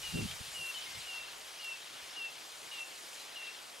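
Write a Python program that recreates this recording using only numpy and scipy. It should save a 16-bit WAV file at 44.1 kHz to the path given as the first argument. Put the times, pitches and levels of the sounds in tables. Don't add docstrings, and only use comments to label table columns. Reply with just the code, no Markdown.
import sys
import numpy as np
from scipy import signal
from scipy.fft import rfft, irfft, next_fast_len
from scipy.io import wavfile
from scipy.ndimage import uniform_filter1d, map_coordinates

SR = 44100
rng = np.random.default_rng(int(sys.argv[2]) if len(sys.argv) > 2 else 0)


def master(y):
    cut = np.clip(np.atleast_2d(y).T, -1, 1)
    pcm = np.round(cut * 32767)
    wavfile.write(sys.argv[1], SR, pcm.astype(np.int16))


N = 167580
T = np.arange(N) / SR

# (time [s], treble level [dB], middle level [dB])
GRASS_LEVELS = [(0, -51.5, -50.5), (.11, -50, -47.5), (.16, -50, -50), (.3, -50.5, -50.5), (.45, -52, -51),
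                (.62, -51, -52), (.9, -53, -50), (1.15, -53.5, -53), (1.27, -57.5, -53.5),
                (1.37, -54.5, -53), (2.2, -57.5, -53.5), (2.6, -55, -55), (2.8, -55, -51),
                (2.88, -55.5, -54.5), (3.13, -53.5, -55), (3.22, -55, -52.5), (3.28, -57.5, -54.5),
                (3.39, -57.5, -53.5), (3.8, -56.5, -56.5)]
# (frequency [Hz], level [dB])
HISS_SPECTRUM = [(1500, -30), (3200, -9), (5000, -2), (7000, -2), (9500, -3.5), (11500, -8), (13500, -14),
                 (15600, -24)]
RUSTLE_SPECTRUM = [(500, -28), (1200, -7.5), (2000, -3.5), (3000, 0), (4000, -2), (5200, -6), (7000, -13.5),
                   (12000, -24.5)]
AIR_SPECTRUM = [(25, -23), (60, -14.5), (120, -12), (220, -10), (400, -2), (750, 1), (1300, -1),
                (2200, -7.5), (4000, -26), (9000, -58)]
# (frequency [Hz], correlation [-1..1])
ALIKE = [(40, 0.88), (130, 0.8), (260, 0.36), (450, 0.39), (750, 0.43), (1300, .37), (2200, 0.71),
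         (4500, 0.92), (8000, 0.89), (14000, 1)]
# (frequency [Hz], lag [rad])
LEFT_LAG = [(60, 0.44), (250, 0.34), (600, 1.05), (1200, 0.98), (2000, 0.36), (2800, 0.41), (5000, 0.49),
            (10000, 0.13), (15000, 0.27)]
# (peak time [s], half-length [s], level [dB], lower edge [Hz], upper edge [Hz])
GUSTS = [(0.093, 0.03, -55, 50, 130), (.155, .014, -33, 85, 185), (.187, .034, -39, 220, 390),
         (0.196, 0.012, -37, 70, 181), (.228, 0.0099, -34.5, 110, 234), (0.253, .012, -35.5, 120, 222),
         (0.296, 0.077, -52, 60, 141), (0.411, 0.0094, -44.5, 70, 158), (0.486, .012, -59, 60, 150),
         (0.599, 0.032, -58.5, 70, 168), (0.898, .015, -62, 60, 150), (.968, 0.044, -57, 60, 170),
         (1.205, 0.022, -69, 45.3, 130), (2.034, 0.017, -67.5, 45, 120)]
# (frequency [Hz], level [dB])
RUMBLE_SPECTRUM = [(20, -5), (50, 7), (100, 1), (200, -9), (500, -40)]
# (time [s], length [s], settled pitch [Hz], time of the fall [s], level [dB],
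# time of the level dip [s], dip depth [dB], echo level re note [dB])
WHISTLES = [(0.025, 0.19, 2760, .053, -44, .088, 15, -8.5), (.543, .18, 2745, 0.04, -42.5, 0.048, 3, -16),
            (1.058, .173, 2736, .034, -45.5, .003, 7, -11), (1.592, 0.17, 2702, 0.05, -44, 0.026, 11, -18),
            (2.158, 0.14, 2706, 0.0346, -42.5, 0.0034, 3.5, -17),
            (2.712, 0.14, 2710, .045, -45, 0.049, 5.5, -13.5),
            (3.353, .153, 2724, .022, -46.5, 0.041, 2, -12.5)]
# (peak time [s], half-length [s], level [dB], centre [Hz])
SWISHES = [(0.096, .025, -51, 9000), (.245, 0.023, -49, 3520), (0.545, 0.021, -47, 7200),
           (.69, .04, -54, 11800), (0.825, .018, -47, 4200), (1.645, .007, -52, 13000),
           (2.315, 0.011, -61, 11800), (2.81, .02, -53.5, 9000), (3.146, .012, -52, 7500)]
# (time [s], level [dB], t60 [s], centre [Hz], Q [-])
TICKS = [(.1785, -41, 0.0044, 4000, 1.5), (.312, -30.5, 0.0085, 3300, 3), (.314, -40, 0.056, 2900, 3.2),
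         (.905, -36, .006, 3200, 1.4), (1.645, -42, 0.012, 8000, .8), (1.962, -45, 0.0058, 3000, 1.4),
         (3.1295, -41.5, 0.039, 2720, 10)]
# (frequency [Hz], gain [dB])
TOP_FADE = [(9000, -3), (12000, -1), (15700, -13)]
# (time [s], length [s], settled pitch [Hz], level [dB])
ANSWERS = [(0.277, 0.035, 3100, -49.5), (.32, .045, 3150, -59), (.743, 0.066, 2998, -45.5),
           (.813, .044, 3020, -49.5), (0.857, .048, 2110, -52.5), (.912, .085, 2100, -59.5),
           (3.191, .045, 3980, -56)]

HISS_OFFSET_DB, RUSTLE_OFFSET_DB = 1, 3
AIR_START_DB, AIR_EASES_DB_PER_S = -55, 0.33
GRAIN_DB = 2
HISS_PAN_DB, RUSTLE_PAN_DB, AIR_PAN_DB = -0.3, 1.9, 0.5
RUMBLE_START_DB, RUMBLE_EASES_DB_PER_S = -65, 11.5
GUST_SLOPE, GUST_ALIKE, GUST_PAN_DB, GUST_LAG_S = 4.2, 0.6, 0.4, 0.001
LOW_CUT_HZ = 84
START_ABOVE_HZ, FALL_STEEPNESS, SAG_HZ_PER_S = 160, 3.1, 220
DROOP_HZ, DROOP_S = 90, 0.0077
ATTACK_S, RELEASE_S = 0.007, 0.016
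FLUTTER_DB, FLUTTER_PER_S, WAVER_HZ = 1.3, 110, 7
BIRD_PAN_DB = 1.4
ECHO_T60_S, ECHO_RISE_S = 0.5, 0.012
BANK_DB, BANK_DELAY_S, BANK_SPREAD_S = -1, 0.044, 0.009
SWISH_WIDTH_OCT = 0.29
ANSWER_FALL_HZ, ANSWER_FALL_S = 70, 0.0216
ANSWER_ECHO_DB = -5
TOP_HZ = 15750


def amp(db):
    return 10 ** (np.asarray(db) / 20)


def unit(x):
    return x / np.sqrt(np.mean(x ** 2) + 1e-20)


def along(points, hz):
    f, v = np.transpose(points)
    return np.interp(np.log(hz + 1), np.log(f + 1), v)


def wobble(knots_per_s):
    return map_coordinates(rng.standard_normal(2000), [T * knots_per_s + 2], mode="mirror")


def filtered(x, response):
    m = next_fast_len(N + SR // 2)
    return irfft(rfft(x, m) * response(np.fft.rfftfreq(m, 1 / SR)), m)[..., :N]


def pan(db):
    return amp(np.array([[db], [-db]]) / 2)


def ports(pair, lag):
    return filtered(pair, lambda hz: np.exp(np.array([[-.5j], [.5j]]) * lag(hz)))


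def rush(spectrum, patchy_db, grain_db=0):
    z = signal.stft(rng.standard_normal((2, N)), nperseg=512)[2]

    def field(size):
        smooth = uniform_filter1d(rng.standard_normal(z.shape[1:]), size, axis=0)
        return unit(uniform_filter1d(smooth, size, axis=1))

    patches_db = patchy_db * field(size=11) + grain_db * field(size=3)
    pair = signal.istft(z * amp(patches_db))[1][:, :N]

    def mid_side(hz):
        turn = np.arccos(np.clip(along(ALIKE, hz), -1, 1)) / 2
        return amp(along(spectrum, hz)) * [np.cos(turn), np.sin(turn)]

    mid, side = filtered(pair, mid_side)
    return unit(np.array([mid + side, mid - side]))


def tone(t, length, hz, db):
    gate = np.clip(t / ATTACK_S, 0, 1) * np.clip((length - t) / RELEASE_S, 0, 1)
    phase = 2 * np.pi * np.cumsum(hz + WAVER_HZ * wobble(FLUTTER_PER_S)) / SR
    level = amp(db + FLUTTER_DB * wobble(FLUTTER_PER_S))
    return np.sqrt(2) * gate * level * np.sin(phase)


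def grass():
    s, treble_db, middle_db = np.transpose(GRASS_LEVELS)
    hiss_db = np.interp(T, s, treble_db) + HISS_OFFSET_DB + 0.44 * wobble(29.93)
    rustle_db = np.interp(T, s, middle_db) + RUSTLE_OFFSET_DB + 0.43 * wobble(21.7) + 0.94 * wobble(400)
    air_db = AIR_START_DB - AIR_EASES_DB_PER_S * T
    hiss = rush(HISS_SPECTRUM, patchy_db=0.9, grain_db=GRAIN_DB) * amp(hiss_db)
    rustle = rush(RUSTLE_SPECTRUM, patchy_db=1.13, grain_db=GRAIN_DB) * amp(rustle_db)
    air = rush(AIR_SPECTRUM, patchy_db=1) * amp(air_db)
    return hiss * pan(HISS_PAN_DB) + rustle * pan(RUSTLE_PAN_DB) + air * pan(AIR_PAN_DB)


def buffeting():
    out = np.zeros((2, N))
    turn = np.arccos(np.clip(GUST_ALIKE, -1, 1)) / 2
    for s, half, db, low_hz, high_hz in GUSTS:
        def band(hz):
            low_edge = hz ** 2 / np.hypot(hz ** 2, low_hz ** 2)
            high_edge = 1 / np.hypot(1, (hz / high_hz) ** GUST_SLOPE)
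            return low_edge * high_edge * hz / np.hypot(hz, LOW_CUT_HZ)

        swell = np.exp(1 - np.hypot(1, 2 * (T - s) / half))
        swell_rms = np.sqrt(np.mean(swell ** 2))
        mid, side = [unit(v * swell) * swell_rms for v in filtered(rng.standard_normal((2, N)), band)]
        out += amp(db) * (np.cos(turn) * mid + np.sin(turn) * np.array([side, -side]))
    rumble_db = RUMBLE_START_DB - RUMBLE_EASES_DB_PER_S * T + 2 * wobble(9.9)
    rumble = rush(RUMBLE_SPECTRUM, patchy_db=1.5) * amp(rumble_db)
    return ports(out, lambda hz: 2 * np.pi * hz * GUST_LAG_S) * pan(GUST_PAN_DB) + rumble


def bee_eater():
    direct, echoing = np.zeros((2, N))
    for s, length, hz, fall_s, db, dip_s, dip_db, echo_db in WHISTLES:
        t = np.clip(T - s, 0, length)
        fall_hz = START_ABOVE_HZ / (1 + (t / fall_s) ** FALL_STEEPNESS)
        sag_hz = SAG_HZ_PER_S * (length / 2 - t)
        droop_hz = DROOP_HZ * np.exp((t - length) / DROOP_S)
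        dip = dip_db * np.exp(-((t - dip_s) / (0.014 + 0.17 * dip_s)) ** 2)
        note = tone(t, length, hz + fall_hz + sag_hz - droop_hz, db - dip)
        direct += note
        echoing += amp(echo_db) * note
    return direct, echoing


def trees(x):
    t = T[:SR]
    tail = rng.standard_normal((2, SR)) * amp(-60 * t / ECHO_T60_S) * np.clip(t / ECHO_RISE_S, 0, 1)
    return signal.fftconvolve(x[None], tail / np.linalg.norm(tail[0]), axes=1)[:, :N]


def bank(x):
    t = T[:SR // 4]
    blur = rng.standard_normal(SR // 4) * np.exp(-((t - BANK_DELAY_S) / BANK_SPREAD_S) ** 2)
    return signal.fftconvolve(x, blur / np.linalg.norm(blur))[:N]


def swishes():
    out = np.zeros(N)
    for s, half, db, centre_hz in SWISHES:
        def band(hz):
            return np.exp(-.5 * (np.log2((hz + 1) / centre_hz) / SWISH_WIDTH_OCT) ** 2)

        puff = np.exp(-((T - s) / half) ** 2)
        out += unit(filtered(rng.standard_normal(N), band)) * amp(db) * puff
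    return out


def stalks():
    out = np.zeros(N)
    for s, db, t60_s, centre_hz, q in TICKS:
        def resonance(hz):
            loss = 1j * hz * centre_hz
            return loss / (q * (centre_hz ** 2 - hz ** 2) + loss)

        decay = (T >= s) * amp(db - 60 * np.abs(T - s) / t60_s)
        out += unit(filtered(rng.standard_normal(N), resonance)) * decay
    return out * pan(RUSTLE_PAN_DB)


def answers():
    out = np.zeros(N)
    for s, length, hz, db in ANSWERS:
        t = np.clip(T - s, 0, length)
        out += tone(t, length, hz + ANSWER_FALL_HZ * np.exp(-t / ANSWER_FALL_S), db)
    return out


def scene():
    near, echoing = bee_eater()
    far = answers()
    birds = (near + far + amp(BANK_DB) * bank(echoing)) * pan(BIRD_PAN_DB)
    birds = birds + trees(echoing + amp(ANSWER_ECHO_DB) * far)
    blades = filtered(swishes() + stalks(), lambda hz: amp(along(TOP_FADE, hz)))
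    return ports(birds + grass() + blades, lambda hz: along(LEFT_LAG, hz)) + buffeting()


def record(dry):
    return filtered(dry, lambda hz: hz < TOP_HZ)


dry = scene()
out = record(dry)
master(out)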